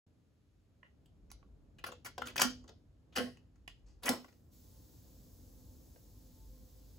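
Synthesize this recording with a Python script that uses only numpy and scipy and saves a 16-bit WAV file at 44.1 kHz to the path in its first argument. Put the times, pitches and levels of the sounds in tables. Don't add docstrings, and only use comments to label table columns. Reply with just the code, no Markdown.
import sys
import numpy as np
from scipy import signal
from scipy.fft import rfft, irfft
from scipy.io import wavfile
from scipy.ndimage import uniform_filter1d

SR = 44100
rng = np.random.default_rng(int(sys.argv[2]) if len(sys.argv) > 2 else 0)


def put_to_file(sound):
    columns = np.atleast_2d(sound).T
    safe = np.clip(columns, -1, 1)
    whole_steps = np.round(safe * 32767)
    wavfile.write(sys.argv[1], SR, whole_steps.astype(np.int16))


N = 307901
T = np.arange(N) / SR


def undb(db):
    return 10 ** (np.asarray(db) / 20)


def level(x, db):
    return x * undb(db) / np.sqrt(np.mean(x ** 2))


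def filtered(x, order, edges_hz, kind="band"):
    return signal.sosfilt(signal.butter(order, edges_hz, kind, fs=SR, output="sos"), x)


def balance(db):
    return db * np.array([[.5], [-.5]])


def walk(rate):
    held = int(SR / rate)
    steps = np.repeat(rng.standard_normal(N // held + 1), held)
    return uniform_filter1d(uniform_filter1d(steps, held), held)[:N]


def noise(gain, alike_hz):
    hz = np.arange(N // 2 + 1) * SR / N + 1
    mid, side = rfft(rng.standard_normal((2, N))) * gain(hz)
    side = side * hz / (hz + alike_hz)
    return level(irfft(np.array([mid + side, mid - side]), N), 0)


def colour(table):
    hz, db = np.transpose(table)
    return lambda f: undb(np.interp(np.log(f), np.log(hz), db, left=-90, right=-90))


# time in seconds, rumble level in dB, murmur level in dB before its wander.
BACKGROUND_LEVELS = [(0.2, -101, -67), (0.25, -97, -68), (0.52, -73.5, -71), (0.97, -79, -65.5),
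                     (1.27, -57, -64), (2.16, -72.5, -62.5), (2.39, -68, -57.5), (2.58, -60, -58.5),
                     (2.75, -74.5, -63.5), (2.969, -72, -67.5), (3.3, -77, -58), (3.541, -65, -67.5),
                     (3.981, -58, -64.5), (4.339, -78, -64), (4.58, -70, -62.5), (4.75, -74, -61.5),
                     (5.621, -58.5, -60), (6.07, -71, -61), (6.51, -57, -61.5), (6.98, -74, -60)]
# frequency in Hz, relative spectral density in dB.
HOUSE_COLOUR = [(41, -31.5), (70, -3.5), (119, -9.5), (184, -16), (300, -16), (357, -24.5), (398, -23.5),
                (575, -29), (1800, -50), (2340, -74.5), (3960, -120)]
# frequency in Hz, relative spectral density in dB.
AIR_COLOUR = [(600, -20), (1200, 0), (2100, -3), (4100, -5), (6200, -10), (10000, -13), (12400, -14),
              (13500, -19), (16000, -25)]
AIR_DB = -86.5
RUMBLE_HZ, RUMBLE_WIDTH_HZ = 53, 13


def background():
    s, rumble_db, house_db = np.transpose(BACKGROUND_LEVELS)
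    rumble = noise(lambda f: 1 / (1 + ((f - RUMBLE_HZ) / RUMBLE_WIDTH_HZ) ** 4), 170.0)
    house = noise(colour(HOUSE_COLOUR), 330.0)
    air = noise(colour(AIR_COLOUR), 690.0) * undb(AIR_DB)
    rumble = rumble * undb(np.interp(T, s, rumble_db))
    house = house * undb(np.interp(T, s, house_db) + walk(0.63))
    return rumble + house + air


SCATTER_DB = 2.
FAVOURED_OCTAVES, FARTHEST_DB = .45, 9


def ring(modes, apart, swell=.0001, damp=1, near_hz=None, spread=0.0044):
    hz, db, t60 = np.transpose(modes)[:, :, None]
    t = T[:int(SR * t60.max())]
    share, drift, turn = rng.standard_normal((3, len(modes), 1))
    if near_hz:
        octaves_off = np.log2(hz / near_hz)
        db = db - np.minimum(6 * (octaves_off / FAVOURED_OCTAVES) ** 2, FARTHEST_DB)
    decay = undb(db + SCATTER_DB * share - 60 * damp * t / np.maximum(t60, .002))
    decay = decay * (1 - np.exp(-t / swell))
    phase = 2 * np.pi * hz * (1 + spread * drift) * t
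    return np.array([np.sum(decay * np.sin(phase + side * apart * turn), 0) for side in (1, -1)])


GRIT_DB = 4.


def contact_grit(t):
    return rng.standard_normal(len(t)) * undb(GRIT_DB * rng.standard_normal(len(t)))


HELD_SHARE = 0.12


def contact_push(t, grit, fade):
    fade = max(fade, .004)
    hold = HELD_SHARE * fade
    after = np.maximum(t - hold, 0)
    rise = np.minimum(t / max(0.17 * hold, .0016), 1)
    return grit * rise * undb(-60 * after / fade)


BODY_PUSH_S = .0006


def body_shove(t, grit):
    return np.exp(-t[:SR // 100] / BODY_PUSH_S) * np.sign(grit[0])


CRACK_HZ = (880, 6800)


def bare_crack():
    copy_delay = 3 * rng.integers(3)
    return filtered(np.eye(2, 200) + np.eye(2, 200, copy_delay), 1, CRACK_HZ)


THUD_HZ, THUD_T60_S = (148, 657), 0.15


def body_thud(t):
    t = t[:SR // 10]
    burst = rng.standard_normal(len(t)) * undb(-60 * t / THUD_T60_S)
    return filtered(burst, 2, THUD_HZ) * np.ones((2, 1))


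BUZZ_HZ, BUZZ_T60_S = (900, 9000), .3
BUZZ_UNEVEN_DB, BUZZ_STEP_S = 4., .006


def loose_buzz(t):
    buzz = filtered(rng.standard_normal((2, len(t))), 1, BUZZ_HZ)
    steps = np.arange(0, t[-1], BUZZ_STEP_S)
    uneven_db = BUZZ_UNEVEN_DB * np.interp(t, steps, rng.standard_normal(len(steps)))
    return buzz * undb(uneven_db - 60 * t / BUZZ_T60_S) * (1 - np.exp(-t / .004))


# frequency in Hz, relative level in dB, 60 dB decay in seconds.
SHELL_MODES = [(690, -13, .012), (817, -8, .012), (965, -5.5, 0.0057), (1115, -3, .02), (1330, -11, .012),
               (1428, 0, 0.0084), (1545, -3.5, 0.0083), (1724, -1.5, .01), (1910, -9, .012),
               (1984, -2, 0.011), (2268, -2.5, 0.01), (2560, -6.5, 0.01), (2710, -3, .007),
               (2937, -1.5, .006)]
# frequency in Hz, relative level in dB, 60 dB decay in seconds.
PARTS_MODES = [(3170, -1, .004), (3450, -2, .004), (3850, -4, .003), (4300, -3, .003), (4850, -2, .004),
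               (5400, -2, .003), (5900, -2, .003), (6380, -3, .004), (7000, -2, .003), (7600, -3, .003)]
# frequency in Hz, relative level in dB,
# 60 dB decay in seconds (never played under 2 ms).
EDGES_MODES = [(8300, -1, 0.0017), (10150, 1, 0.002), (11130, -1.5, 0.002), (12300, -2.5, .002),
               (13400, -3.5, .003), (14800, -10, 0.002)]
# frequency in Hz, relative level in dB, 60 dB decay in seconds.
PANEL_MODES = [(325, -13, 0.04), (361, -17, 0.2), (436, -10, 0.2), (495, 0, 0.24), (590, -8, 0.2),
               (672, -3, 0.17), (704, -7, 0.15), (797, -10, 0.15), (1080, -9, 0.17)]
# frequency in Hz, relative level in dB, 60 dB decay in seconds.
CABINET_MODES = [(162, -9, 0.05), (212, -13, 0.2), (228, -9, 0.2), (248, 0, 0.42), (281, -13, 0.1)]
# start in seconds, shell level in dB over
# its loudest 5 ms, favoured shell pitch in Hz, small parts in dB, favoured parts pitch in Hz, edges in dB,
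# deck body in dB, fade as 60 dB decay in seconds (at least 4 ms).
CONTACT_EVENTS = [(0.829,-55,1620,-62,3660,-56,-23,0.022),(0.842,-65,1810,-47,3770,-39,-30,0.16),(1.057,-100,2900,28,4200,28.5,-9,0.034),(1.302,-67,2720,1.5,5400,-6,-28,0.022),
                  (1.315,-57,2820,4,5130,6.5,-30,0.0077),(1.32,-76.5,2380,15,5400,-4,-28,0.018),(1.427,-65,1040,-42,3720,-43,-12,0.014),(1.784,-62,2480,-4,3800,-28,-10,0.071),
                  (1.839,-37.5,1460,-10,4080,-15.5,-32,0.036),(1.862,-45.5,1370,-6.5,5750,-5,-13,0.073),(1.887,-46,1150,-35,5000,-16,-13,0.011),(1.917,-49.5,1280,-7,3230,-27,-13.5,0.062),
                  (2.046,-47.5,2400,-7,5170,-5,-14.5,0.11),(2.06,-48,1450,-3.5,4400,-10,-16,0.068),(2.179,-41.5,1380,-6,3900,-22.5,-8,0.022),
                  (2.218,-34.5,1400,-16,4300,-26,-23.5,0.024),(2.254,-50.5,1280,-5,5470,-10.5,-6.5,0.16),(2.27,-54,2510,8,3700,2.5,-22.5,0.021),(2.281,-51,2770,-5.5,4440,-8.5,-18,0.032),
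                  (2.293,-54,2180,-17.5,4520,-13,-9,0.057),(2.358,-38.5,1400,-10,6150,-12,-24.5,0.013),(2.363,-41,1580,-2.5,5900,-1,-16,0.02),(2.378,-37.5,2594,1.5,5175,-6.5,-28,0.031),
                  (2.392,-33,2133,-10.5,5290,-14,-22,0.029),(2.397,-32,1451,-3.5,5470,-8.5,-25,0.02),(2.406,-34,1910,-2,5330,-10,-29,0.1),(2.416,-26,1300,1,6100,-1,-23.5,0.021),
                  (2.42,-35,1660,-6,6000,-6,-19.5,0.16),(2.639,-63.5,1220,-10,5200,-25,-5,0.026),(2.677,-68.5,1700,7,4640,-24,0.5,0.031),(2.689,-63.5,1560,2.5,4600,-20,1.5,0.037),
                  (3.123,-75,1890,6,3820,-13,2.5,0.15),(3.153,-41.5,2150,-6,4920,-9.5,-24,0.29),(3.16,-39.5,2690,-1.5,5820,-2.5,-14,0.017),(3.164,-39,2520,1.5,5100,-19.5,-12,0.026),
                  (3.173,-35,1530,-6,5000,-17.5,-9.5,0.0073),(3.182,-33,2670,-28.5,5200,-11.5,-13.5,0.017),(3.194,-41,1540,-19.5,5250,-31,-7.5,0.039),(3.37,-65.5,2730,-6.5,5100,-28,-24,0.017),
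                  (3.556,-78.5,1870,-2,5320,-22,-8.5,0.032),(3.677,-43.5,2400,-7,4000,-18,-42.5,0.0106),(3.685,-72.5,2010,5.5,3610,-19,-31.5,0.13),(3.859,-82.5,2290,7.5,5010,-13,2.5,0.31),
                  (4.022,-56,1320,-7,4300,-9.5,-11.5,0.32),(4.032,-53.5,2150,5.5,4000,3.5,-14,0.061),(4.045,-50.5,1230,-12,5270,-12,0.5,0.055),(4.055,-45,2560,-2,6450,3,-10,0.064),
                  (4.06,-37.5,2500,-15.5,5250,-6.5,-13.5,0.11),(4.079,-29.5,1960,-14,5460,-17,-19.5,0.04),(4.09,-35,1910,5.5,5300,6,-6.5,0.016),(4.096,-43,1300,-14.5,5300,-5,-1,0.2),
                  (4.243,-54,1270,-13.5,4940,-23.5,-15,0.033),(4.281,-65.5,1780,-8,5030,-24.5,-4.5,0.062),(4.325,-72,2340,-3,5300,-16,-13.5,0.026),(5.958,-68,717,-30.5,6310,-21,-2,0.027)]
CABINET_DB = -12.5
CABINET_DB_PER_DB, FIRM_DB = 1.23, -44.5
CRACK_DB = -2.5
THUD_DB = 2.5
BUZZ_DB = -23.5
HEAD_THROWN_S, CLAMPED_DAMP = 4.0, 2.9
METAL_PANEL_DB = 2.5
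HAND_PAN_DB, DECK_PAN_DB, CABINET_PAN_DB = -3, 2.5, -4
REACHES_DECK_S = 1.6
DECK_LOW_HZ = 112


def knocks():
    out, t = np.zeros((2, N + SR)), T[:SR // 3]
    for s, shell_db, shell_hz, parts_db, parts_hz, edges_db, body_db, fade in CONTACT_EVENTS:
        at = int(s * SR)
        thrown = s > HEAD_THROWN_S
        damp = CLAMPED_DAMP if thrown else 1
        pan = balance(HAND_PAN_DB if s < REACHES_DECK_S else DECK_PAN_DB)
        weak_parts_db = min(parts_db, 0)
        grit = contact_grit(t)
        push = contact_push(t, grit, fade)
        shove = body_shove(t, grit)

        crack = bare_crack()
        thud = body_thud(t)
        panel_db = body_db + thrown * METAL_PANEL_DB
        cabinet_db = body_db + CABINET_DB + CABINET_DB_PER_DB * (shell_db - FIRM_DB)
        cabinet = ring(CABINET_MODES, 0.15, 0.013, damp, spread=.006)
        cabinet = cabinet * undb(balance(CABINET_PAN_DB - DECK_PAN_DB))
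        layers = [
            (push, ring(SHELL_MODES, 1.0, 0.00025, near_hz=shell_hz), 0),
            (push, ring(PARTS_MODES, 0.21, near_hz=parts_hz), parts_db),
            (push, ring(EDGES_MODES, 0.03), edges_db),
            (shove, ring(PANEL_MODES, 0.58, 0.0044, damp), panel_db),
            (shove, cabinet, cabinet_db),
            (push, thud, body_db + THUD_DB),
            (push, crack, CRACK_DB + 1.1 * weak_parts_db),
        ]
        for force, response, db in layers:
            sound = signal.fftconvolve(response, force[None], axes=1)
            power = uniform_filter1d(np.mean(sound ** 2, 0), SR // 200)
            loudest = np.sqrt(power.max())
            out[:, at:at + sound.shape[1]] += sound / loudest * undb(shell_db + db + pan)

        buzz_db = shell_db + BUZZ_DB + weak_parts_db / 2
        out[:, at:at + len(t)] += loose_buzz(t) * undb(buzz_db + pan)
    return filtered(out[:, :N], 2, DECK_LOW_HZ, "high")


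# frequency in Hz, 60 dB decay in seconds.
ROOM_DECAY = [(200, 0.18), (1000, 0.1), (4000, 0.29), (12000, 0.014)]
ROOM_DB = -6.5


def room(hits):
    t, tail = T[:SR // 2], 0
    hz, t60 = np.transpose(ROOM_DECAY)
    for centre in 125 * 2. ** np.arange(8):
        edges_hz = [centre / np.sqrt(2), min(centre * np.sqrt(2), SR / 2.1)]
        fall = undb(-60 * t / np.interp(np.log(centre), np.log(hz), t60))
        mid, side = filtered(rng.standard_normal((2, len(t))), 2, edges_hz) * fall
        tail = tail + mid + min(centre / 3300.0, 1) * side * np.array([[1], [-1]])
    tail = tail * (1 - np.exp(-(t / 0.0012) ** 2))
    tail = tail / np.sqrt(np.sum(tail ** 2) / 2)
    return undb(ROOM_DB) * signal.fftconvolve(hits.mean(0)[None], tail, axes=1)[:, :N]


# start in seconds,
# cabinet peak in dB before panning, panel peak relative to it in dB, damping as a factor on the decay rate.
PULSE_EVENTS = [(2.416, -40.5, -10, 3.0), (2.449, -31, -12.5, 1.9), (2.501, -39, -12.5, 1.3),
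                (3.167, -45.5, 3, 2.5), (3.2, -34, 3, 2.0), (3.238, -38.5, -5.5, 2.0),
                (3.266, -43, -2, 1.4), (4.047, -47, -1, 2), (4.096, -31, 0, 3.0), (4.13, -37.5, 0, 2.5),
                (4.18, -47.5, -4, 1.8)]
PULSE_SWELL_S = .006


def cabinet_pulses():
    out = np.zeros((2, N + SR))
    next_starts = [row[0] for row in PULSE_EVENTS[1:]] + [T[-1]]
    for (s, peak_db, panel_db, damp), until in zip(PULSE_EVENTS, next_starts):
        at = int(s * SR)
        for modes, db, pan_db in ((CABINET_MODES, 0, CABINET_PAN_DB), (PANEL_MODES, panel_db, 0)):
            sound = ring(modes, 0.53, PULSE_SWELL_S, damp, spread=0.007)
            overlap = np.maximum(T[:sound.shape[1]] + s - until, 0)
            sound = sound * np.exp(-overlap / PULSE_SWELL_S)
            gain = undb(peak_db + db + balance(pan_db))
            out[:, at:at + sound.shape[1]] += sound / np.abs(sound).max() * gain
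    return out[:, :N]


# frequency in Hz, relative spectral density in dB.
HISS_COLOUR = [(900, -30), (1600, -16), (2600, -16), (3600, -9), (5000, -6), (7000, -9), (8100, -7),
               (9000, -14), (10200, -9), (12200, -7), (14300, -2), (15300, -5), (15750, -8), (15950, -40)]
# time in seconds, level in dB before its small wander.
HISS_LEVELS = [(4.1, -110), (4.2, -73), (4.5, -83.5), (4.53, -68), (6.98, -69.5)]


def tape_hiss():
    hiss = noise(colour(HISS_COLOUR), 3000.0)
    hiss = hiss * undb(np.interp(T, *np.transpose(HISS_LEVELS)) + .5 * walk(2.3))
    mids = filtered(hiss, 2, [1200, 6000])
    return hiss + mids * (undb(1.5 * walk(5.0)) - 1)


# centre in Hz, width in Hz, relative level in dB.
TREBLE_BANDS = [(5160, 540, 4.5), (7750, 690, 6), (8700, 370, 4)]
TREBLE_BANDS_DB = -93


def treble_bands():
    def gain(f):
        return sum(undb(db) / (1 + (2 * (f - hz) / width) ** 4) for hz, width, db in TREBLE_BANDS)
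    return noise(gain, 900.) * undb(TREBLE_BANDS_DB) * (T > HISS_LEVELS[0][0])


# frequency in Hz, width in Hz, level in dB.
MOTOR_TONES = [(51.67, 1.8, -60), (98.7, 3.6, -70.5), (250, 7.2, -72.5), (516, 13, -78.5), (885, 6.9, -87),
               (1050, 19, -91.5)]
MOTOR_ON_S, MOTOR_RISE_S = 4.5, 0.11


def motor():
    tones = 0
    for hz, width, db in MOTOR_TONES:
        tones = tones + noise(lambda f: 1 / (1 + (2 * (f - hz) / width) ** 2), 440.0) * undb(db)
    return tones * np.clip((T - MOTOR_ON_S) / MOTOR_RISE_S, 0, 1)


def scene():
    hits = knocks()
    deck = hits + room(hits) + cabinet_pulses()
    return deck + background() + tape_hiss() + treble_bands() + motor()


PORT_FROM_HZ, PORT_ZERO_HZ, PORT_TURN_HZ = 6000, 6900, 4170
START_S, TOP_HZ = .065, 16500


def record(dry):
    hz = np.arange(N // 2 + 1) * SR / N
    both = rfft(dry)
    treble_share = 1 / (1 + (PORT_FROM_HZ / (hz + 1)) ** 16)
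    turn = np.exp(1j * np.pi * (hz - PORT_ZERO_HZ) / PORT_TURN_HZ * np.array([[-1], [1]]))
    treble = both[0] * turn + 0.029 * both[1]
    sound = irfft(both * np.sqrt(1 - treble_share ** 2) + treble_share * treble, N)
    sound = sound * (T > START_S)
    return signal.sosfilt(signal.ellip(10, .2, 80, TOP_HZ, fs=SR, output="sos"), sound)


dry = scene()
out = record(dry)
put_to_file(out)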